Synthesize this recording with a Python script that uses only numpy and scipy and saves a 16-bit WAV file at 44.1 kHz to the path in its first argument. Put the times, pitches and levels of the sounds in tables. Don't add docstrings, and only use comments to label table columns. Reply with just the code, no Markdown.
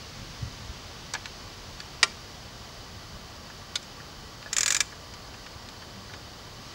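import sys
import numpy as np
from scipy import signal
from scipy.fft import rfft, irfft, next_fast_len
from scipy.io import wavfile
from scipy.ndimage import uniform_filter1d, minimum_filter1d

SR = 44100
rng = np.random.default_rng(int(sys.argv[2]) if len(sys.argv) > 2 else 0)


def persist_wave(psi):
    counts = np.round(np.clip(psi, -1, 1) * 32767).astype(np.int16)
    wavfile.write(sys.argv[1], SR, np.atleast_2d(counts).T)


N = 297498

# (time [s], level [dB])
BREEZE = [(0, -49.5), (1.0, -50.5), (2.4, -54.5), (3.2, -61), (6.52, -72), (6.66, -50.5)]


def amp(db):
    return 10 ** (np.asarray(db) / 20)


def burst(x):
    return x / np.sqrt(np.sum(x ** 2) / (.005 * SR) + 1e-20)


def along(points, hz):
    freqs, values = np.transpose(points)
    return np.interp(np.log(hz + 1), np.log(freqs + 1), values)


def curve(rows):
    return np.interp(np.arange(N) / SR, *np.transpose(rows))


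def filtered(x, response):
    size = next_fast_len(len(x) + 8192)
    return irfft(rfft(x, size) * response(np.fft.rfftfreq(size, 1 / SR)), size)[:len(x)]


def noise(response):
    x = filtered(rng.standard_normal(N), response)
    return x / np.sqrt(np.mean(x ** 2) + 1e-20)


def coloured(x, spectrum, tilt_db=0, size=16384):
    hz = np.fft.rfftfreq(size, 1 / SR)
    octaves = np.log2(np.clip(hz, 700, 8000) / 2000)
    cepstrum = irfft(np.log(amp(along(spectrum, hz) + tilt_db * octaves)))
    cepstrum[1:size // 2] *= 2
    cepstrum[size // 2 + 1:] = 0
    return irfft(rfft(x, size) * np.exp(rfft(cepstrum)))[:len(x)]


def dying_noise(decays, count):
    hz, t, bands = signal.stft(rng.standard_normal(count), SR, nperseg=128)
    fade = amp(-60 * t / along(decays, hz)[:, None])
    return signal.istft(bands * fade, SR)[1][:count]


def add(track, s, sound):
    part = track[round(s * SR):][:len(sound)]
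    part += sound[:len(part)]


def background():
    # (frequency [Hz], level per Hz [dB])
    air_colour = [(120, -20), (220, 1), (400, 1), (1000, -0.46), (1600, -4), (2200, -8), (4100, -5.5),
                  (5000, -3.5), (5700, -7.5), (6300, -8.5), (7200, -14), (8300, -20), (10000, -23.5),
                  (15500, -25.5)]
    leaf_colour = [(700, -7.5), (1500, -2.5), (2500, 0), (3800, 0.5), (6200, -1.5), (7300, -12.5),
                   (9000, -19), (12000, -32)]
    # (centre [Hz], width [Hz], level [dB])
    hiss_peaks = [(1150, 86, 9.5), (1670, 44, -14), (1960, 67, 6.5), (3036, 160, 5.5), (4563, 180, 6.5),
                  (4920, 110, 5)]
    air = noise(lambda hz: amp(along(air_colour, hz)))
    peaks = noise(lambda hz: sum(amp(db) / (1 + (2 * (hz - centre) / width) ** 2)
                                 for centre, width, db in hiss_peaks))
    leaves = noise(lambda hz: amp(along(leaf_colour, hz)))
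    phase_drift = .5 * noise(lambda hz: hz < 8)
    whine = np.sin(2 * np.pi * 15694 * np.arange(N) / SR + phase_drift)
    return amp(-46.5) * air + amp(-54.5) * peaks + amp(curve(BREEZE)) * leaves + amp(-69) * whine


def far_hum():
    # (frequency [Hz], crest time [s], half length [s], level [dB])
    swell = (194, 5.97, .17, -55)
    hz, s, half, db = swell
    band = noise(lambda f: np.exp(-((f - hz) / 9) ** 2))
    return amp(db) * band * np.exp(-((np.arange(N) / SR - s) / half) ** 2)


def wind(calm_db=-48.6, breeze_share=.08):
    # (frequency [Hz], level per Hz [dB])
    rumble = [(12, -30), (24, -14), (32, 1.5), (55, 1), (100, 2.5), (160, -3), (240, -8.5), (330, -22.5),
              (600, -80)]
    # (crest time [s], half length [s], rise [dB])
    gusts = [(.22, .11, 3.5), (.45, .05, 8.5), (0.637, .1, 3), (2.953, 0.053, 4.5), (3.163, .06, 5.5)]
    # (time [s], level [dB], frequency [Hz])
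    eddies = [(.402, -33, 66), (0.4338, -23, 112), (0.446, -29, 90), (.471, -31.5, 87.5),
              (0.701, -31.5, 65), (3.165, -47, 75)]
    t = np.arange(N) / SR
    breeze_db = curve(BREEZE)
    gust_db = sum(rise_db * np.exp(-((t - s) / half) ** 2) for s, half, rise_db in gusts)
    level_db = calm_db + breeze_share * (breeze_db - breeze_db.mean()) + gust_db
    out = amp(level_db) * noise(lambda hz: amp(along(rumble, hz)))
    for s, db, hz in eddies:
        cycles = hz * (t - s)
        out -= amp(db) * np.sin(2 * np.pi * cycles) * np.exp(-(cycles / 0.73) ** 2)
    return out


def yard_echoes(source):
    # (frequency [Hz], t60 [s])
    yard_decay = [(300, .3), (2000, 0.41), (7000, 0.51), (14000, .3)]
    onset = 1 - np.exp(-np.arange(SR) / SR / 0.0061)
    tail = dying_noise(yard_decay, count=SR) * onset
    return signal.fftconvolve(source, tail / np.linalg.norm(tail))[:N]


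def contact(spectrum, chatter_s, scatter_db, rise_s=0.00068, tilt_db=0, count=8192):
    # (frequency [Hz], t60 [s])
    woodpile_decay = [(300, 0.092), (1200, 0.076), (3000, 0.049), (7000, 0.043), (14000, 0.065)]
    t = np.arange(count) / SR
    direct = burst(rng.choice([-1, 1], count) * np.exp(-(t / chatter_s) ** 2))
    spray = amp(scatter_db) * burst(dying_noise(woodpile_decay, count))
    onset = 1 - np.exp(-(t / rise_s) ** 2)
    return burst(coloured((direct + spray) * onset, spectrum, tilt_db))


def ring(modes, vary_db=2, swell_s=0.0013, count=8192):
    t = np.arange(count) / SR
    hz, db, t60 = np.transpose(modes)[:, :, None]
    strength = amp(db + vary_db * rng.standard_normal(hz.shape) - 60 * t / t60)
    waves = strength * np.sin(2 * np.pi * (hz * t + rng.random(hz.shape)))
    return burst(waves.sum(0) * (1 - np.exp(-t / swell_s)))


def crank():
    # (time [s], level [dB], tilt [dB/octave], chatter [s])
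    knocks = [(1.1362, -27.5, 19, .005), (1.139, -29.5, -1, .003), (1.15, -28, -2, .004),
              (1.256, -32, 1.5, .004), (1.802, -34, 3, .004), (3.8275, -43, 9, .004),
              (4.4255, -41.5, -1, .005), (5.137, -41.5, 5, .004), (5.341, -43.5, 0, .004),
              (5.463, -40.5, 0, .015), (5.687, -40, 7, .003), (5.821, -44, -3, .004), (6.135, -38, 0, .017)]
    # (time [s], level [dB])
    taps = [(3.499, -44), (4.0015, -44), (4.4600, -37.5), (4.474, -44), (4.922, -43), (6.097, -43.5)]
    # (frequency [Hz], level per Hz [dB])
    socket_colour = [(200, -32), (700, -2.5), (1500, -0.5), (2400, 2.5), (3100, -3), (4700, -1.5),
                     (7400, -11.5), (9200, -32), (16000, -45)]
    # (frequency [Hz], level [dB], t60 [s])
    handle_modes = [(560, -30, 0.069), (1190, -18, 0.046), (1457, -5, 0.053), (1600, -8, .04),
                    (1710, -0.5, 0.056), (1840, -6, .04)]
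    out = np.zeros(N)
    for s, db, tilt_db, chatter_s in knocks:
        touch = contact(socket_colour, chatter_s, scatter_db=0, tilt_db=tilt_db)
        handle_db = -5.5 - 1.2 * tilt_db
        add(out, s, amp(db) * (touch + amp(handle_db) * ring(handle_modes)))
    for s, db in taps:
        touch = contact(socket_colour, chatter_s=0.003, scatter_db=-3, tilt_db=-5)
        add(out, s, amp(db) * (ring(handle_modes) + amp(-4) * touch))
    return out


def catch():
    # (frequency [Hz], level per Hz [dB])
    click_colour = [(300, -29), (1000, -12.5), (1900, -11), (2300, -5), (2650, -8), (3900, 1.5),
                    (5000, -6.5), (5600, -4), (6400, -5), (8000, -15), (10000, -24.5), (16000, -43)]
    # (frequency [Hz], level [dB], t60 [s])
    catch_modes = [(1450, -12, 0.049), (2250, -2, 0.033), (3514, -1.5, 0.027), (3680, -3, .03),
                   (3920, -4, .035), (4380, -1, 0.035), (4950, -1.5, 0.043), (6390, -1, 0.031),
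                   (8700, -17, 0.035)]
    out = np.zeros(N)
    click = contact(click_colour, chatter_s=0.0069, scatter_db=0.5, rise_s=0.00096)
    add(out, 3.7548, amp(-23.5) * click)
    add(out, 3.7563, amp(-23) * ring(catch_modes, vary_db=2.5, swell_s=0.0023))
    return out


def latch():
    # (frequency [Hz], level per Hz [dB])
    snap_colour = [(120, -38), (350, -13), (800, -6), (1900, -1), (3200, 0.5), (5400, 3), (7000, -2.5),
                   (9000, -11), (11000, -27), (16000, -45)]
    # (frequency [Hz], level [dB], t60 [s])
    latch_modes = [(400, -15.5, 0.089), (654, -17.5, 0.11), (1057, -11, 0.083), (1178, -5.5, 0.074),
                   (1374, -13, 0.12), (1887, 10, 0.027), (2020, -4, .05), (2334, 5.5, 0.037),
                   (2790, -4.5, 0.055), (3760, 1, .03), (3900, -1.5, 0.042), (4760, 3, 0.031),
                   (5010, 4, 0.033), (5550, -1, 0.032), (5680, -7, 0.063), (6230, -14, .04),
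                   (7900, -13, .04)]
    out = np.zeros(N)
    snap = contact(snap_colour, chatter_s=0.0022, scatter_db=-13, rise_s=0.000091, tilt_db=2.5)
    add(out, 2.0297, amp(-15) * snap)
    add(out, 2.0299, amp(-11) * ring(latch_modes, vary_db=1))
    add(out, 2.0325, amp(-15.5) * contact(snap_colour, chatter_s=0.005, scatter_db=0.5))
    return out


def ratchet(ringing_db=-3, damped_db=-13, slack_db=-17, taut_db=-6, taut_after_s=0.14):
    # (time [s], level [dB])
    drops = [(4.5290, -23.5), (4.5653, -19.5), (4.5825, -19.5), (4.6069, -18.5), (4.6308, -21.5),
             (4.6596, -19.5), (4.6785, -21), (4.7042, -18.5), (4.7217, -22), (4.7461, -18.5), (4.765, -23),
             (4.8040, -16.5)]
    # (frequency [Hz], level per Hz [dB])
    tooth_colour = [(200, -26), (700, -20), (1200, -6), (2400, -1), (2950, -7.5), (3600, -0.5), (4400, -4),
                    (5500, 0.5), (7100, 3.5), (8200, -4), (9300, -15.5), (11500, -22.5), (16000, -27)]
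    # (frequency [Hz], level [dB], t60 [s])
    pawl_modes = [(6400, -7, 0.049), (6850, 1, 0.025), (6950, 1, 0.033), (7100, -3, 0.061), (7120, -5, .04),
                  (7900, -12, 0.045), (15100, -23, .04)]
    frame_modes = [(562, -17, 0.071), (1110, -22, .04), (1490, -22, 0.074), (1680, 2.5, 0.042),
                   (1930, -5, 0.041), (2340, -3, 0.057), (2415, -1, 0.051), (2650, -3, .04),
                   (3730, -5, 0.019), (4910, 0.5, 0.042), (5300, -7, .035), (5880, -4, 0.035)]
    out = np.zeros(N)
    for number, (s, db) in enumerate(drops):
        pawl_db = damped_db if number % 2 else ringing_db
        frame_db = np.interp(s - drops[0][0], [0, taut_after_s], [slack_db, taut_db])
        tooth = contact(tooth_colour, chatter_s=0.0052, scatter_db=2.5, rise_s=0.00058)
        pawl = amp(pawl_db) * ring(pawl_modes)
        frame = amp(frame_db) * ring(frame_modes, vary_db=4.5)
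        add(out, s, amp(db) * (tooth + pawl + frame))
    return out


def scene():
    bow = latch() + catch() + ratchet() + crank()
    mono = bow + amp(-24) * yard_echoes(bow) + wind() + background() + far_hum()
    return np.array([mono, mono])


def record(dry, ceiling=.82, top_hz=15800):
    needed = np.minimum(1, ceiling / (np.abs(dry) + 1e-9))
    gain = uniform_filter1d(minimum_filter1d(needed, size=41), size=41)
    return np.array([filtered(x, lambda hz: hz < top_hz) for x in dry * gain])


dry = scene()
out = record(dry)
persist_wave(out)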